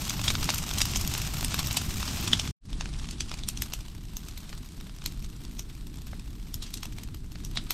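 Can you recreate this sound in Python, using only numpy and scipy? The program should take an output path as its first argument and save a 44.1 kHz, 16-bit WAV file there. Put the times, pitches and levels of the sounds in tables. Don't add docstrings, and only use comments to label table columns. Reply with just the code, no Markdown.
import sys
import numpy as np
from scipy import signal
from scipy.fft import rfft, irfft, next_fast_len
from scipy.io import wavfile
from scipy.ndimage import uniform_filter1d

SR = 44100
rng = np.random.default_rng(int(sys.argv[2]) if len(sys.argv) > 2 else 0)


def wav_record(signal):
    frames = np.transpose(np.atleast_2d(signal))
    bounded = np.clip(frames, -1, 1)
    quanta = np.round(bounded * 32767).astype(np.int16)
    wavfile.write(sys.argv[1], SR, quanta)


def volts_from_db(level):
    exponent = np.asarray(level, float) / 20
    return 10 ** exponent


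N = 340893

CUT_S = 2.58
PORTS_OPEN_S = 3.3
T = np.arange(N) / SR
NEAR = T < CUT_S
PORTS_APART = NEAR | (T > PORTS_OPEN_S)
BURST = 4096

# frequency_hz, density_db (per Hz)
HISS_NEAR = [(290, -5), (500, -6), (624, 1), (1250, 1.5), (1840, -2.5), (2660, 3), (4530, 1.5), (5370, 3.5),
             (8370, -1.5), (10200, -9.5), (11300, -11.5), (14700, -50), (22000, -120)]
# frequency_hz, density_db (per Hz)
TOP_LEFT = [(11100, -32), (11400, -12.5), (12300, -2.5), (13400, -15), (14500, -16.5), (15600, -35),
            (16100, -44.5)]
# frequency_hz, density_db (per Hz)
TOP_RIGHT = [(11100, -29.5), (11400, -25.5), (12300, -17.5), (13400, -25.5), (14500, -23.5), (15600, -22),
             (16100, -51)]


def rms_one(x):
    return x / np.sqrt(np.mean(x ** 2) + 1e-20)


def at_hz(points, hz):
    corner_hz, density_db = np.transpose(points)
    return np.interp(np.log(hz + 1), np.log(corner_hz), density_db, left=-120, right=-120)


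def drift(rate_hz):
    pole = np.exp(-2 * np.pi * rate_hz * 40 / SR)
    chance = rng.standard_normal(N // 40 + 2002)
    slow = signal.lfilter([1], [1, -2 * pole, pole * pole], chance)[2000:]
    return np.interp(np.arange(N) / 40, np.arange(len(slow)), rms_one(slow))


def patchy_noise(spectrum, shared_db, own_db, rate_hz):
    size = next_fast_len(N)
    hz = np.arange(size // 2 + 1) * SR / size
    coloured = rfft(rng.standard_normal(size)) * volts_from_db(at_hz(spectrum, hz))
    octave = np.log2(hz / spectrum[0][0] + 1e-9)
    out, together = 0, drift(rate_hz)
    for k in range(6):
        share = np.clip(1 - abs(octave - k), 0, 1)
        flicker_db = shared_db * together + own_db * drift(rate_hz * 2)
        out = out + irfft(coloured * share, size)[:N] * volts_from_db(flicker_db)
    return rms_one(out)


def flame_rumble():
    # frequency_hz, density_db (per Hz)
    rumble_near = [(8.8, -8.5), (15, -3), (26, -5), (44, -2), (88, -5.5), (135, -6.5), (240, -14),
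                   (380, -20), (520, -20.5), (680, -43), (1140, -120)]
    # frequency_hz, density_db (per Hz)
    rumble_far = [(8.8, -29), (15, -1.5), (40, -0.5), (86, -10.5), (156, -12.5), (250, -18.5), (359, -23),
                  (520, -25), (680, -67), (1140, -120)]
    flare_db = -41 - 3.5 * np.exp(-T / 1)
    gust_db = -39 + 5 * np.exp(-np.maximum(T - 3.03, 0) / 0.68)
    flame_db = np.where(NEAR, flare_db, gust_db)
    flame = np.where(NEAR, patchy_noise(rumble_near, 1.3, 1.2, 4.0), patchy_noise(rumble_far, 1.4, 1.2, 4.0))
    return volts_from_db(flame_db - 1.0) * flame


def vigour():
    # time_s, level_db
    vigour_near = [
        (0.0, -49),
        (.6, -47),
        (1.2, -47.5),
        (2.12, -45.5),
        (2.5, -48),
    ]
    # time_s, level_db
    vigour_far = [(2.9, -50), (3.42, -51), (3.69, -51), (3.91, -55.5), (4.53, -52), (4.75, -55.5),
                  (5.05, -55), (5.5, -55.5), (6.36, -55.5), (6.76, -54.5), (7.1, -54.5), (7.24, -60.5),
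                  (7.4, -55.5), (7.73, -51)]
    return np.where(NEAR, *[np.interp(T, *np.transpose(rows)) for rows in (vigour_near, vigour_far)])


def top_opening():
    near_db = -17.5 - 6 * (T > 2.27)
    far_db = np.interp(T, [PORTS_OPEN_S, PORTS_OPEN_S + 0.45], [-28, -18])
    return np.where(NEAR, near_db, far_db)


def sap_hiss(hiss_db, top_db):
    # frequency_hz, density_db (per Hz)
    hiss_far = [(290, 6), (500, -8.5), (562, -3), (1110, -3), (2100, -6), (2800, -5), (4030, -1.5),
                (6880, -10.5), (8050, -5.5), (10400, -12), (11300, -15), (14700, -55.5), (22000, -120)]
    hiss = np.where(NEAR, patchy_noise(HISS_NEAR, 1.8, 1.2, 9.0), patchy_noise(hiss_far, 1.2, 1.0, 10.0))
    left = patchy_noise(TOP_LEFT, 1.9, .8, 9.0)
    right = patchy_noise(TOP_RIGHT, 1.5, .8, 9.0)
    top = np.where(PORTS_APART, [left * volts_from_db(4.0), right * volts_from_db(0.5)], right * volts_from_db(-5.0))
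    return volts_from_db(hiss_db - 4.5) * hiss + volts_from_db(hiss_db + top_db) * top


def bursts(rows, halo_db, tail_db, rings=()):
    start_s, length_ms, thud_db, body_db, snap_db, sparkle_db = np.transpose(rows)[:, :, None]
    t = (np.arange(BURST) - BURST // 4) / SR
    hz = np.arange(BURST // 2 + 1) * SR / BURST
    draws = rng.standard_normal((len(rows), 3, BURST))
    decay_s = .00065 * length_ms ** 1.7
    halo = volts_from_db(halo_db) * np.exp(-abs(t) / 0.0059)
    late = halo + volts_from_db(tail_db) * length_ms * np.exp(-abs(t) / 0.02)
    bounce_s = 0.000304 + 0.000863 * rng.random((len(rows), 1))
    ground = 1 + .35 * np.exp(-2j * np.pi * hz * bounce_s)
    colour = volts_from_db(at_hz(HISS_NEAR, hz)) * ground
    main = (t > -.003) & (t < .007)

    def band(k, shape, level_db, rise, early, click=3.6, after=1):
        fade_s = np.where(t < 0, rise * np.minimum(decay_s, .0022), decay_s)
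        core = np.exp(-abs(t) / fade_s)
        raw = draws[:, k] * (core + after * late * np.where(t < 0, early * np.exp(t / .012), 1))
        raw[:, BURST // 4] -= click / length_ms[:, 0] ** 0.26
        part = irfft(rfft(raw) * shape, BURST)
        return part * volts_from_db(level_db) / np.sqrt(np.mean(part[:, main] ** 2, axis=1, keepdims=True) + 1e-20)

    def below(edge_hz):
        return 1 / (1 + (hz / edge_hz) ** 7)

    dull = volts_from_db(np.clip(0.62 * (sparkle_db - snap_db + 10.0), -9, 0) * np.log2(hz / 6000 + .01))
    body_shape = colour * (below(4330) - below(1730)) * hz / 3000
    pop = band(0, colour * below(2000), thud_db + .4, rise=.25, early=.3, click=16.0, after=0.9)
    pop = pop + band(0, body_shape, body_db - .3, rise=0.97, early=1.1)
    pop = pop + band(0, colour * (1 - below(5140)) * dull, snap_db + 0.1, rise=0.092, early=1.0)
    if len(rings):
        ring_db = np.zeros((len(rows), len(hz)))
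        for when_s, pitch_hz in rings:
            octaves_off = np.log2(hz / pitch_hz + 1e-9)
            resonance_db = -1.5 + 9 * np.exp(-.5 * (octaves_off / 0.15) ** 2)
            ring_db[abs(start_s[:, 0] - when_s).argmin()] = resonance_db
        pop = irfft(rfft(pop) * volts_from_db(ring_db), BURST)
    starts = (start_s[:, 0] * SR).astype(int)
    split = PORTS_APART[starts][:, None]
    right = band(2, volts_from_db(at_hz(TOP_RIGHT, hz)), sparkle_db - 3.6 * split, rise=.3, early=.2, click=3.0, after=0.59)
    left = band(1, volts_from_db(at_hz(TOP_LEFT, hz)), sparkle_db + 5.5, rise=0.29, early=0.202, click=3.0, after=0.59)
    left = np.where(split, left, right)
    out = np.zeros((2, N + 2 * BURST))
    for start, pop_left, pop_right in zip(starts, pop + left, pop + right):
        out[:, start:start + BURST] += pop_left, pop_right
    return out[:, BURST // 4:N + BURST // 4]


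def crackle(hiss_db, top_db, count=1000):
    chance, spread = rng.random((count, 3)), rng.standard_normal((count, 4))
    start_s = chance[:, 0] ** 1.5 * (N - 1) / SR
    at = (start_s * SR).astype(int)
    level_db = hiss_db + np.where(NEAR, 2.5, 4.5)
    size_db = level_db[at] + 4.17 * np.minimum(-np.log(chance[:, 1]), 2.2)
    parts_db = size_db[:, None] + np.array([-24.5, -22.0, -22.0, -8.5]) + 2.86 * spread
    parts_db[:, 3] += top_db[at]
    length_ms = 0.65 + 4.0 * chance[:, 2]
    return bursts(np.column_stack([start_s, length_ms, parts_db]), halo_db=-12.5, tail_db=-34.5)


def burst_levels(rows, body_per_sparkle=0.0):
    start_s, length_ms, strength_db, snap_db, sparkle_db = np.transpose(rows)
    bright_db = strength_db - 5 + snap_db / 2
    body_db = strength_db - 0.14 + body_per_sparkle * (sparkle_db + 10)
    return np.column_stack([start_s, np.maximum(length_ms, .5), bright_db - snap_db, body_db,
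                            bright_db, bright_db + sparkle_db])


def ticks_and_stages():
    # start_s, peak_db, snap_over_thud_db, sparkle_over_snap_db
    ticks = [(0.0223, -29, 7, -12), (0.0777, -18, 1, -14), (0.1421, -27, 5, -12), (0.628, -20, 12, -12),
             (0.6823, -20, 5, -12), (1.048, -16, 7, -14), (1.3362, -21, 7, -9), (1.367, -25, 7, -12),
             (1.6287, -20, 7, -10), (1.9066, -23, 1, -12), (2.0602, -21, 5, -12), (2.379, -23, 5, -18),
             (2.7546, -39, 5, -12), (2.8893, -29, -3, -12), (3.0545, -28, 0, -12), (3.3772, -29, 5, -16),
             (3.8511, -45, 5, -12), (3.8611, -32, 3, -12), (4.036, -34, 3, -12), (4.2345, -33, 5, -12),
             (4.3226, -33, 5, -13), (4.4925, -29, 11, -14), (4.6877, -32, 10, -10), (4.801, -34, 2, -12),
             (4.9397, -39, 5, -12), (4.9851, -32, 13, -12), (5.3727, -41, 9, -12), (5.694, -45, 5, -12),
             (5.7109, -40.5, 5, -12), (5.8092, -33, 3, -12), (5.984, -33, 7, -12), (6.0536, -46, 5, -12),
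             (6.3977, -38, 7, -12), (6.4268, -35, 5, -12), (6.4667, -39, 5, -12), (7.4362, -33, -2, -12),
             (0.7054, -18, 5, -15), (0.7434, -20, 5, -15), (0.753, -24, 5, -15), (0.8046, -9, 3, -15),
              (0.8954, -27, 3, -15), (0.9224, -27, 5, -15), (0.9354, -15, 4.5, -15), (0.9634, -17, 2, -15),
              (1.265, -29, 5, -15), (1.2744, -26, 5, -15), (1.312, -28, 5, -15), (1.4694, -27, 5, -15),
              (2.254, -22, 5.5, -15), (2.4444, -25.5, 5, -15.5), (2.4594, -26, 5, -16),
              (2.9637, -35, 5, -15), (3.5834, -36, 5, -15), (4.0844, -35, 5, -15), (5.8674, -42, 5, -15)]
    # start_s, length_ms, strength_db, snap_over_thud_db, sparkle_over_snap_db
    stages = [(.2803, 0.91, -31, 3, -28), (.2865, 5.6, -38, 12, -14), (.3085, 3.1, -39, 5, -10),
              (.4955, 2.5, -34, 9, -13), (.5085, 1.8, -49, 10, -14), (.5445, 2.5, -42, 25, -1.5),
              (.559, 1.1, -44, 5, -12), (5.0595, 1.6, -42.5, 13, -30), (6.667, 1.1, -56, 3, -15),
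              (6.782, 1.1, -55, 5, -15), (7.559, 1.4, -47, 0, -8), (7.576, 2.3, -43.5, 1, -25),
              (7.7125, 4.8, -46, 17, -3), (5.5985, 2.8, -54, 6, -8), (6.6255, 1.2, -49, 8, -14)]
    clicks = [(s + .0014, 1.3, peak_db - 24.5, snap, sparkle) for s, peak_db, snap, sparkle in ticks]
    return bursts(burst_levels([*clicks, *stages]), halo_db=-25, tail_db=-25)


def wood_pops():
    # start_s, length_ms, strength_db, snap_over_thud_db, sparkle_over_snap_db
    pops_near = [(0.0963, 1.9, -34, 10, -9), (0.1061, 1.5, -36, 1, -11), (0.2402, 14, -36, 9, -8.0),
                 (0.2825, 1.5, -31.5, 9, -35), (0.3038, 1.8, -29.5, 4, -15), (0.3535, 0.77, -33, 2, -26),
                 (0.4295, 1.9, -35, 1, -21.5), (0.4912, 1.2, -28.5, -12, -9),
                 (0.5036, 0.94, -30.5, 6, -13.0), (0.5397, 1.2, -37.5, -4, -5), (0.5823, 2.7, -41, 23, -7),
                 (0.7835, 4.2, -33.5, 13.5, -7), (0.8168, 1.9, -26.5, 14, -15.5),
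                 (0.8552, 1.7, -34.5, 1, -0.5), (0.9599, 1.2, -31.0, 6, -13), (1.0114, 3.6, -40, 18, -6),
                 (1.4468, 1.5, -32.5, 8.5, -5.5), (1.5434, 1.6, -31.5, -2.5, 0),
                 (1.5917, 4, -30, 3.5, -6.5), (1.7707, 2.5, -27.0, 9.5, -7.5),
                 (2.0794, 2, -37.5, -3.5, -12), (2.2772, 3.1, -32.5, 5.5, -11),
                 (2.3331, 1.15, -25, -1.5, -36), (2.397, 0.92, -33, 11.5, -32.5)]
    # start_s, length_ms, strength_db, snap_over_thud_db, sparkle_over_snap_db
    pops_far = [(2.7304, 1, -46.5, -1, -12), (2.8098, 0.92, -37.5, -8, -20), (2.858, 0.64, -45, -5, -25),
                (3.1101, 2.1, -47, 20.5, -14), (3.207, 1.4, -35, 13, -19), (3.3159, 0.91, -40, -8, -13),
                (3.4362, 0.88, -46, 6, -22.5), (3.488, 0.78, -34, 15.5, -6), (3.574, 1.5, -44.5, 19, -19),
                (3.6218, 0.98, -34, 9, 0.5), (3.7366, 1.2, -36, 8.5, -3.5), (4.169, 0.74, -43, 9, 1),
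                (4.3766, 1.7, -47, 8, -1.0), (5.0615, 0.6, -35.5, 11.5, -3.5),
                (5.594, 1.8, -41.5, 8.5, -4.5), (6.5425, 1, -42, 15.5, 0.5), (6.6252, 6.5, -45.5, 14, -12),
                (6.741, 0.89, -41.5, 19, -6), (6.8319, 2, -39.5, 1, -6), (6.8556, 1.5, -44, 4, -5.0),
                (6.985, 1.6, -46, -1, -5), (7.4495, 0.87, -48.5, 18, -7), (7.5732, 0.91, -35, -3.5, -34),
                (7.7074, 1.3, -31, 3.5, 2)]
    # start_s, strength_db, snap_over_thud_db, sparkle_over_snap_db
    twigs_near = [(0.0527, -44.5, 19, -14.0), (0.1944, -41, -10, -21), (0.2152, -38.5, 6.0, -8.0),
                  (0.4434, -40.5, 19, -7), (0.4808, -55, 4.0, -7.0), (0.6918, -39.5, 10, -8),
                  (0.7124, -38.5, -2, -24), (0.7373, -42, 19, -7), (0.9492, -43.5, 3, -14.0),
                  (0.9721, -41.5, 18, -3), (1.0762, -38, 16, -3), (1.1389, -36.5, 12.5, -6),
                  (1.1511, -37, -2, -12), (1.1788, -39, 10, 0), (1.2176, -39, 8.0, -6.0),
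                  (1.41, -38.5, 9, -6), (1.4288, -39, -10, 2.0), (1.5092, -46.5, 11.0, -15),
                  (1.5203, -44, -5, -11.0), (1.6715, -40, 14, -0.5), (1.7111, -37, 1.5, -27),
                  (1.7288, -46.5, 28, -5.5), (1.8171, -42.5, -4.5, -7), (1.983, -44.5, 6, -6),
                  (2.0293, -35.5, -6.5, -8), (2.1717, -41, 2, -8), (2.2123, -53, 6, 11),
                  (2.2433, -43.5, 6.5, -4), (2.4762, -40.5, 2.5, -13)]
    # start_s, strength_db, snap_over_thud_db, sparkle_over_snap_db
    twigs_far = [(2.9384, -50.5, 6.0, -24), (2.9973, -52.5, 7, -29), (3.0448, -51, -2, -34.0),
                 (3.089, -45.5, 4, -14), (3.2951, -52, 20, -23), (3.341, -42, 3.0, -11),
                 (3.391, -49.5, 9, -23), (3.7233, -48.5, -3, -24), (3.8078, -51, 8.0, -12.0),
                 (3.8836, -51, 3, -8), (4.2857, -48.5, 12.0, -6), (4.4584, -60, -2, -6.0),
                 (4.5295, -47.5, -10, -15), (4.5781, -52, 3.0, -5), (4.8106, -50.5, -2, -4),
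                 (4.8686, -55, -5, -15.0), (4.8959, -53.5, -6, -12.0), (5.0202, -51, -5, -22),
                 (5.0409, -49, 1, -5), (5.2453, -52.5, 14, -18), (5.4513, -50.5, 7.0, -12),
                 (6.0694, -54.5, 8, 1.0), (6.1325, -57, -33, -2), (6.1966, -51.5, 8, -13),
                 (6.7737, -50, 22, -17), (6.9251, -53, 3, -3), (7.0352, -50, 15, -4),
                 (7.0871, -60.5, -21, -12.0), (7.1459, -49, 0, 2.0), (7.357, -51.5, -8, -23.0)]
    # start_s, strength_db
    needle_ticks = [(2.6549, -64.5), (2.705, -60), (3.9131, -72), (3.9506, -58), (4.405, -71),
                    (4.661, -55.5), (4.9646, -56), (5.1218, -54.5), (5.1639, -70), (5.195, -58),
                    (5.2253, -54.5), (5.3005, -57.5), (5.4373, -58), (5.5125, -57), (5.537, -62),
                    (5.6237, -60), (5.7514, -56.5), (5.87, -53.5), (5.942, -56.5), (5.9584, -55.5),
                    (6.0186, -55), (6.306, -59), (6.485, -60), (6.7055, -55), (6.9741, -64.5),
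                    (7.1714, -61), (7.3195, -53), (7.397, -62), (7.5133, -54)]
    # start_s, length_ms, strength_db, snap_over_thud_db, sparkle_over_snap_db
    sizzle = (6.662, 12, -54.5, 12, -22)
    # start_s (of the pop), pitch_hz
    wood_rings = [(.0963, 6160), (.2825, 3800), (.3038, 1270), (.3535, 1430), (.4295, 1720), (.4912, 2280),
                  (.5397, 1470), (.8552, 5400), (.9599, 6360), (1.4468, 8700), (2.0794, 5200),
                  (2.3331, 3400), (2.7302, 3700), (2.8098, 6400), (2.858, 1560), (3.4362, 3520),
                  (3.4886, 9100), (4.1693, 6060), (4.3773, 3950), (5.0611, 4230), (5.5947, 6360),
                  (6.6255, 3750), (6.741, 3800), (7.4502, 5830), (7.5731, 4040), (7.7083, 4170)]
    echoes = [(s + .0106, 4.3, strength_db - 14.5, snap - 2, sparkle - 3)
              for s, _, strength_db, snap, sparkle in pops_far]
    twigs = [(s, 1.33, *rest) for s, *rest in twigs_near]
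    twigs += [(s, 1.45, *rest) for s, *rest in twigs_far]
    needles = [(s, 1.1, strength_db, 6.5, -3.0) for s, strength_db in needle_ticks]
    rows = [*pops_near, *pops_far, *echoes, *twigs, *needles, sizzle]
    return bursts(burst_levels(rows, body_per_sparkle=-0.16), halo_db=-16.0, tail_db=-19, rings=wood_rings)


def scene():
    # time_s, level_db
    scene_change = [
        (2.511, 10),
        (2.515, -32.5),
        (2.535, -68),
        (2.545, -100),
        (2.605, -69.5),
        (2.615, -32.5),
        (2.635, -17),
        (2.66, -8.5),
        (2.75, 0),
        (2.9, 2),
    ]
    hiss_db, top_db = vigour(), top_opening()
    bed = flame_rumble() + sap_hiss(hiss_db, top_db) + crackle(hiss_db, top_db)
    fade = volts_from_db(np.interp(T, *np.transpose(scene_change)))
    pops = wood_pops() + ticks_and_stages()
    return fade * bed + pops * np.where(NEAR, fade / fade[0], 1)


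def side_patches(mid, low_hz, high_hz, near_share, far_share, level_db):
    moments = N // 1024 + 2
    when_s = np.arange(moments) * 1024 / SR
    share = np.where(when_s < CUT_S, near_share, far_share * (when_s > PORTS_OPEN_S))
    on = rng.random(moments) < share
    gate = np.clip(3 * np.interp(T, when_s, on) - 1, 0, 1)
    band_pass = signal.ellip(6, 1, 70, [low_hz, high_hz], "band", fs=SR, output="sos")
    return volts_from_db(level_db) * gate * np.roll(signal.sosfilt(band_pass, mid), 200)


def above(x, sos):
    return x - signal.sosfiltfilt(sos, x)


def band_limit(x):
    return signal.sosfilt(signal.butter(12, 16410, fs=SR, output="sos"), x)


def record(dry):
    mid = dry.mean(axis=0)
    side = side_patches(mid, 4440, 11200, .35, 0.13, -16.0)
    side = side + side_patches(mid, 170, 1400, 0.38, 0.13, -26)
    side = side + side_patches(mid, 1500, 3640, .2, .08, -20.5)
    wide = .75 * np.tanh(dry / .75) + side * [[1], [-1]]
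    shut = (T > CUT_S) * np.clip((PORTS_OPEN_S + .1 - T) / 0.5, .4, 1)
    half_shut = (T > CUT_S) * np.clip((PORTS_OPEN_S + .15 - T) / .2, 0, 1)
    wide = wide - half_shut * above(wide, signal.cheby2(10, 30, 15300, fs=SR, output="sos"))
    air = above(wide, signal.cheby2(8, 30, 14300, fs=SR, output="sos"))
    mix = wide - shut * air
    edge = signal.sosfiltfilt(signal.butter(12, 15200, "high", fs=SR, output="sos"), mix)
    dropped = np.repeat(rng.random(N // 2048 + 1) < .3, 2048)[:N] * np.where(NEAR, .7, 1)
    mix = mix - uniform_filter1d(dropped, size=256) * edge
    return band_limit(mix)


dry = scene()
out = record(dry)
wav_record(out)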